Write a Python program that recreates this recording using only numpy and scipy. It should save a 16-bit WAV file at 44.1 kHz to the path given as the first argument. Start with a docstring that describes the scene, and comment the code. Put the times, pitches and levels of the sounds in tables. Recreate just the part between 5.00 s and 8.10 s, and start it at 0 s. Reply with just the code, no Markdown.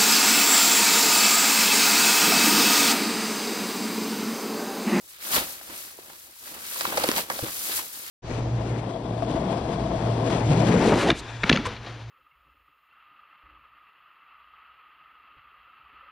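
"""In quiet woods, a thin plastic trash bag is swung down, opened and handled close by on the right.
Clumped clicks over smooth noise make the sliding, crumpling and fluttering film; short tones flip creases.
Low noise is the air the bag shoves. Panels snap taut as noise cracks, papery slaps and sagging pops.
The bag bumps down once, softly, as two low tones close together and a dull noise knock.
A short noise tail scatters the bag's sound back from ground and trees, over steady noise for the woods."""
import sys
import numpy as np
from scipy import signal
from scipy.fft import rfft, irfft, next_fast_len
from scipy.io import wavfile
from scipy.ndimage import map_coordinates

SR = 44100
rng = np.random.default_rng(int(sys.argv[2]) if len(sys.argv) > 2 else 0)


def to_wav(s):
    """Save 16-bit WAV."""
    ch = np.atleast_2d(s).T  # columns
    pcm = np.round(np.clip(ch, -1, 1) * 32767)  # PCM
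    wavfile.write(sys.argv[1], SR, pcm.astype(np.int16))


N = 136710  # length [samples]


def amp(db):
    """Decibels to gain."""
    return 10 ** (np.asarray(db) / 20)


def unit(x):
    """Scale to rms 1."""
    return x / np.sqrt(np.mean(x ** 2) + 1e-20)


def along(points, hz):
    """Read (frequency [Hz], value) points on a log frequency axis."""
    f, v = np.transpose(points)
    return np.interp(np.log(hz + 1), np.log(f + 1), v)


def curve(rows):
    """One value per sample from (time [s], value) rows."""
    s, v = np.transpose(rows)
    return np.interp(np.arange(N) / SR, s, v)


def wobble(rate):
    """A smooth random curve with `rate` knots a second."""
    knots = rng.standard_normal(N // 20)
    return map_coordinates(knots, [np.arange(N) * rate / SR], mode="wrap")


def filtered(x, response):
    """Multiply the spectrum of x by a response of frequency."""
    m = next_fast_len(N + SR // 2)
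    return irfft(rfft(x, m) * response(np.fft.rfftfreq(m, 1 / SR)), m)[..., :N]


def coloured(x, points, size=4096):
    """Minimum-phase colouring: causal, so each click keeps its sharp front."""
    log_gain = np.log(amp(along(points, np.fft.rfftfreq(size, 1 / SR))))
    cepstrum = irfft(log_gain)
    # fold the cepstrum onto positive time
    cepstrum[1:size // 2] *= 2
    cepstrum[size // 2 + 1:] = 0
    impulse = irfft(np.exp(rfft(cepstrum)))
    return signal.fftconvolve(x, impulse[None], axes=1)[:, :N]


def add(track, s, sound):
    """Mix a sound into a track at time s."""
    part = track[..., int(round(s * SR)):][..., :sound.shape[-1]]
    part += sound[..., :part.shape[-1]]


# left-right likeness (frequency [Hz], coherence [0-1])
LIKENESS = [(60, 0.73), (300, 1), (600, 1), (1200, 0.55), (2500, 0.39), (5000, 0.2), (15000, 0.1)]


def spread(pair):
    """Blend two unrelated signals into left and right, with a likeness that varies with pitch."""
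    def turn(hz):
        return np.arccos(np.clip(along(LIKENESS, hz), -1, 1)) / 2

    mid, side = filtered(pair, lambda hz: np.array([np.cos(turn(hz)), np.sin(turn(hz))]))
    return np.array([mid + side, mid - side])


def buckles(level, colour, rate, spread_db, rub, clump_db, clump_rate):
    """Tiny clicks of random size over the smooth rubbing of film on film, swelling in clumps."""
    happens = rng.random(N) < rate / SR
    sizes = happens * amp(spread_db * np.clip(rng.standard_normal(N), -2, 2))
    facing = 2 * np.pi * rng.random(N)
    clicks = unit(sizes * np.array([np.cos(facing), np.sin(facing)]))
    rubbing = rng.standard_normal((2, N))
    grain = np.sqrt(1 - rub) * clicks + np.sqrt(rub) * rubbing
    clumps = amp(clump_db * wobble(clump_rate))
    return unit(spread(coloured(grain * clumps, colour))) * amp(curve(level))


# sliding film, crumpling creases, fluttering large folds
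# (time [s], level [dB], before the layer's trim)
SLIDE_LEVEL = [(0, -58.5), (.11, -49), (.18, -55.5), (.24, -39), (.3, -35), (.353, -25), (.395, -33.5),
               (.46, -41), (.53, -41.5), (.6, -49.5), (.8, -42), (.88, -47.5), (.97, -52.5), (1.12, -51),
               (1.26, -51), (1.31, -55.5), (1.39, -49.5), (1.48, -44), (1.59, -47), (1.68, -40),
               (1.81, -36), (1.94, -40.5), (1.99, -36), (2.14, -38), (2.175, -31), (2.21, -35),
               (2.245, -46), (2.275, -50.5), (2.31, -39.5), (2.5, -39), (2.66, -34.5), (2.74, -34),
               (2.77, -28), (2.82, -39.5), (2.9, -45.5), (2.94, -41.5), (3.1, -44.5)]
CRUMPLE_LEVEL = [(0, -68), (.11, -56), (.19, -54.5), (.24, -42), (.3, -42), (.365, -25.5), (.4, -34.5),
                 (.46, -44.5), (.53, -46.5), (.62, -54), (.72, -46), (.8, -48), (.88, -51), (.97, -58.5),
                 (1.12, -54.5), (1.3, -60), (1.39, -57.5), (1.48, -48.5), (1.6, -50), (1.8, -40),
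                 (1.87, -38), (1.94, -42), (2.0, -37), (2.14, -37.5), (2.19, -32.5), (2.24, -46),
                 (2.275, -52), (2.32, -47), (2.46, -40.5), (2.53, -46.5), (2.66, -42.5), (2.78, -35),
                 (2.83, -48), (2.9, -52), (2.96, -49), (3.1, -48.5)]
FLUTTER_LEVEL = [(0, -61.5), (.17, -69.5), (.24, -49), (.3, -43.5), (.345, -32), (.378, -25.5), (.41, -35),
                 (.48, -48.5), (.57, -52.5), (.65, -56), (.715, -44.5), (.8, -55.5), (.93, -57),
                 (1.12, -53), (1.22, -65), (1.3, -57), (1.37, -75), (1.43, -53.5), (1.49, -50.5),
                 (1.55, -46), (1.67, -54), (1.78, -46.5), (1.88, -36), (2.0, -33), (2.13, -35),
                 (2.195, -33), (2.225, -43), (2.275, -51), (2.32, -39.5), (2.41, -45), (2.46, -37.5),
                 (2.53, -50.5), (2.63, -50), (2.7, -43.5), (2.79, -45.5), (2.84, -49.5), (2.9, -60.5),
                 (3.0, -53.5), (3.1, -55.5)]
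# their spectra (frequency [Hz], relative level [dB per Hz])
SLIDE_SPECTRUM = [(1500, -53), (3500, -10.5), (5500, -3.5), (7000, -3), (9500, -2), (12200, 0), (14000, -2),
                  (16000, -4.5)]
CRUMPLE_SPECTRUM = [(500, -27), (1200, 0), (1900, 0.5), (2600, 0.5), (3500, 0), (4600, 0.5), (6200, -11),
                    (10000, -24)]
FLUTTER_SPECTRUM = [(20, -42), (80, -25.5), (130, -7), (170, -4.5), (230, 0), (400, 0), (600, 0),
                    (800, -0.5), (1150, -2), (1800, -8), (3000, -8), (6000, -51.5)]
SLIDE_TRIM_DB, CRUMPLE_TRIM_DB = 4.5, 3.0


def rustle():
    """Film buckles finely as it slides, more coarsely in its creases, and flutters in large folds."""
    # rate: clicks a second; rub: share of power in smooth rubbing; clump_rate: knots a second
    fizz = buckles(SLIDE_LEVEL, SLIDE_SPECTRUM, rate=7000, spread_db=11,
                   rub=0.74, clump_db=1.44, clump_rate=200)
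    creases = buckles(CRUMPLE_LEVEL, CRUMPLE_SPECTRUM, rate=2200, spread_db=2,
                      rub=0.43, clump_db=1.7, clump_rate=130)
    folds = buckles(FLUTTER_LEVEL, FLUTTER_SPECTRUM, rate=600, spread_db=5,
                    rub=0.57, clump_db=1.08, clump_rate=80)
    return amp(SLIDE_TRIM_DB) * fizz + amp(CRUMPLE_TRIM_DB) * creases + folds


CREASE_RATE, CREASE_HZ = 170, 2695  # flips a second, middle pitch
CREASE_OCTAVES = 0.81  # half the reach of the pitch to either side
CREASE_CYCLES = 17  # cycles to fall 60 dB
CREASE_DB = -6.5  # relative to the untrimmed crumple level


def crinkles():
    """Single creases flip over, each ringing for a few cycles at its own pitch."""
    t, out = np.arange(SR // 50) / SR, np.zeros((2, N))
    for when, size, pitch, facing in rng.random((int(CREASE_RATE * N / SR), 4)):
        hz = min(CREASE_HZ * 2 ** (CREASE_OCTAVES * 2 * (2 * pitch - 1)), SR / 3)
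        decay = amp(-60 * t * hz / CREASE_CYCLES)
        tick = size ** 2 * np.sqrt(hz) * decay * np.sin(2 * np.pi * hz * t)
        angle = 2 * np.pi * facing
        add(out, when * N / SR, np.outer([np.cos(angle), np.sin(angle)], tick))
    return unit(spread(out)) * amp(curve(CRUMPLE_LEVEL) + CREASE_DB)


# air pushed by the billowing bag (time [s], level [dB])
BILLOW_LEVEL = [(0, -69.5), (.3, -78), (.36, -43.5), (.4, -51.5), (.44, -54), (.52, -67), (.66, -71),
                (.71, -60), (.85, -69.5), (1.4, -75), (1.55, -63.5), (1.75, -70.5), (2.0, -54), (2.2, -55),
                (2.3, -66), (2.47, -55), (2.68, -74), (2.75, -58.5), (2.85, -68), (3.1, -68)]
# its spectrum (frequency [Hz], relative level [dB per Hz])
BILLOW_SPECTRUM = [(15, -30), (32, -9), (60, 2.5), (100, -3.5), (160, -10.5), (400, -46), (1500, -75)]


def billow():
    """The swelling bag shoves air, heard as low noise that comes and goes."""
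    air = coloured(rng.standard_normal((2, N)), BILLOW_SPECTRUM)
    return unit(spread(air)) * amp(curve(BILLOW_LEVEL))


# woods spectrum (frequency [Hz], relative level [dB per Hz])
WOODS_SPECTRUM = [(20, -18), (60, -5), (150, -15), (500, -9), (1500, -20), (4500, -7), (8000, -14.5),
                  (16000, -24)]
WOODS_DB = -64.5


def quiet_woods():
    """A steady bed of coloured noise."""
    noise = coloured(rng.standard_normal((2, N)), WOODS_SPECTRUM)
    return amp(WOODS_DB) * unit(spread(noise))


SCATTER_DB, SCATTER_T60, SCATTER_RISE_S = -14, .085, .0015  # decay time [s], rise time constant [s]


def scatter(x):
    """A short, weak answer from the ground and the trees: a decaying noise tail."""
    t = np.arange(SR // 3) / SR
    envelope = amp(-60 * t / SCATTER_T60) * (1 - np.exp(-t / SCATTER_RISE_S))
    tail = rng.standard_normal((2, len(t))) * envelope
    echo = signal.fftconvolve(x, tail / np.linalg.norm(tail[0]), axes=1)[:, :N]
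    return amp(SCATTER_DB) * echo


# panels snapping taut; levels stand before trim, and cracks and slaps before colouring too
# (time [s], crack level [dB], crack t60 [s], slap level [dB],
#  pop level [dB], settled pop pitch [Hz], pop t60 [s])
PANEL_SNAPS = [(.343, -31, .03, -24, -34, 1100, 0.017), (.363, -20, 0.023, -25, -24.5, 250, .03),
               (.378, -36, .02, -24, -25, 246, 0.039), (.611, -45, .01, -37, -41, 560, 0.017),
               (.698, -54, .02, -40, -37, 303, .035), (.722, -56, .02, -39, -36, 260, 0.033),
               (.988, -60, .005, -55, -28, 372, 0.02), (1.098, -44, 0.034, -38, -39.5, 800, .03),
               (1.133, -39, .008, -43, -47, 1090, 0.019), (1.471, -46, .015, -38, -50, 690, 0.018),
               (1.8096, -16, 0.014, -21.5, -20, 950, 0.017), (1.852, -31, 0.021, -21.5, -9, 940, 0.018),
               (1.923, -38, .015, -27, -24, 805, .025), (1.973, -17.5, 0.03, -20, -19, 560, 0.029),
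               (1.9785, -18.5, 0.027, -24, -10.5, 505, .025), (2.0375, -16.5, 0.023, -23, -18, 578, 0.038),
               (2.0405, -21, .02, -35, -12, 491, 0.027), (2.0887, -8, 0.0039, -21, -7.5, 252, 0.023),
               (2.1156, -7.5, 0.0027, -26.5, -21, 350, 0.013), (2.163, -19, 0.02, -24.5, -27, 650, 0.018),
               (2.1805, -17.5, 0.013, -20.5, -15.5, 611, 0.03),
               (2.3004, -19.5, 0.01, -18.5, -20.5, 494, 0.033), (2.314, -40, 0.0071, -25, -26, 734, .014),
               (2.362, -29, 0.017, -35, -34, 647, .025), (2.391, -27, .01, -41, -17, 540, 0.02),
               (2.445, -25, 0.012, -37, -33, 454, 0.027), (2.482, -41, 0.011, -29.5, -31, 810, 0.018),
               (2.695, -41, .01, -30, -28.5, 393, 0.027), (2.793, -27, 0.011, -29, -32, 930, 0.027)]
# pop partials (multiple of the pitch, level [dB])
PANEL_PARTIALS = [(0.999, 0), (1.5, -6.5), (2.25, -8)]
# crack and slap spectra (frequency [Hz], gain [dB], before trim)
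CRACK_SPECTRUM = [(100, -19.5), (500, -1), (1700, -0.5), (2600, -2.5), (3600, -0.5), (4900, -1), (6600, -8),
                  (10000, -7.5), (16000, -23)]
SLAP_SPECTRUM = [(60, -32), (250, -12), (500, -3), (1100, 2.5), (1900, 0), (2700, -15.5), (6000, -36.5)]
CRACK_TRIM_DB, SLAP_TRIM_DB, POP_TRIM_DB = 3, 15.0, 1.5
CRACK_SIDE_DB = -3  # side against mid
SLAP_T60, SLAP_RISE_S = 0.025, 0.0021  # decay time [s], rise time constant [s]
# the pitch starts high by the fraction POP_SAG and sags as the panel slackens; time constants [s]
POP_RISE_S, POP_SAG, POP_SAG_S = 0.002, 0.71, 0.0017


def snaps():
    """A panel jerks taut: a sharp crack, a papery slap, then a few cycles of a sagging pop."""
    t = np.arange(SR // 8) / SR
    cracks, slaps, pops = np.zeros((2, N)), np.zeros((2, N)), np.zeros(N)
    slap_rise = 1 - np.exp(-t / SLAP_RISE_S)
    pop_rise = 1 - np.exp(-t / POP_RISE_S)
    for s, crack_db, crack_t60, slap_db, pop_db, hz, t60 in PANEL_SNAPS:
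        crack = amp(crack_db - 60 * t / crack_t60) * rng.standard_normal((2, len(t)))
        add(cracks, s, crack)
        slap = amp(slap_db - 60 * t / SLAP_T60) * slap_rise * rng.standard_normal((2, len(t)))
        add(slaps, s, slap)
        cycles = hz * (t + POP_SAG * POP_SAG_S * (1 - np.exp(-t / POP_SAG_S)))
        ring = np.zeros(len(t))
        for k, db in PANEL_PARTIALS:
            # each partial is slightly mistuned; higher ones die sooner
            phase = k * cycles * rng.normal(1, 0.025) + rng.random()
            ring += amp(db - 60 * t * np.sqrt(k) / t60) * np.sin(2 * np.pi * phase)
        add(pops, s, amp(pop_db + POP_TRIM_DB) * ring * pop_rise)
    mid, side = amp(CRACK_TRIM_DB) * coloured(cracks, CRACK_SPECTRUM)
    side = side * amp(CRACK_SIDE_DB)
    wide_cracks = np.array([mid + side, mid - side])
    wide_slaps = amp(SLAP_TRIM_DB) * spread(coloured(slaps, SLAP_SPECTRUM))
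    return wide_cracks + wide_slaps + pops


# the bag bumping down (time [s], level before trim [dB], pitch [Hz], t60 [s])
BUMPS = [(2.426, -20, 100, 0.031), (2.435, -21.5, 122, 0.046)]
# knock spectrum (frequency [Hz], gain [dB])
KNOCK_SPECTRUM = [(40, -14), (150, -3), (300, 0), (520, 0), (800, -24), (2000, -30), (6000, -60)]
THUMP_TRIM_DB, THUMP_RISE_S = 2.5, 0.0038  # rise time constant [s]
KNOCK_DB, KNOCK_T60 = 13, 0.049  # noise over the bump before colouring, decay time [s]


def thump():
    """The soft weight of the bag lands with a low double bump and a dull knock."""
    t, bumps, knocks = np.arange(SR // 4) / SR, np.zeros(N), np.zeros((1, N))
    for s, db, hz, t60 in BUMPS:
        rise = amp(db + THUMP_TRIM_DB) * (1 - np.exp(-t / THUMP_RISE_S))
        add(bumps, s, rise * amp(-60 * t / t60) * np.sin(2 * np.pi * hz * t))
        add(knocks, s, rise * amp(KNOCK_DB - 60 * t / KNOCK_T60) * rng.standard_normal(len(t)))
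    return bumps + coloured(knocks, KNOCK_SPECTRUM)


LAG_S = 0.0002275  # left behind right


def scene():
    """The bag on the right, reaching the right channel first, in quiet woods."""
    bag = rustle() + crinkles() + billow() + snaps() + thump()
    # half the lag delays the left, half advances the right
    bag = filtered(bag, lambda hz: np.exp(1j * np.pi * hz * LAG_S * np.array([[-1], [1]])))
    return bag + scatter(bag) + quiet_woods()


# channel balance (frequency [Hz], left over right [dB])
CHANNEL_BALANCE = [(60, 3), (140, 1), (300, 0.5), (600, -1), (1100, -1.7), (2000, -0.3), (4500, 0.5),
                   (8000, 0.5), (13000, 3.4)]
TOP_HZ = 15950


def record(dry):
    """The two channels differ a little in colour; nothing is kept above the band limit."""
    halves = np.array([[.5], [-.5]])
    return filtered(dry, lambda hz: amp(along(CHANNEL_BALANCE, hz) * halves) * (hz < TOP_HZ))


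dry = scene()
out = record(dry)
to_wav(out)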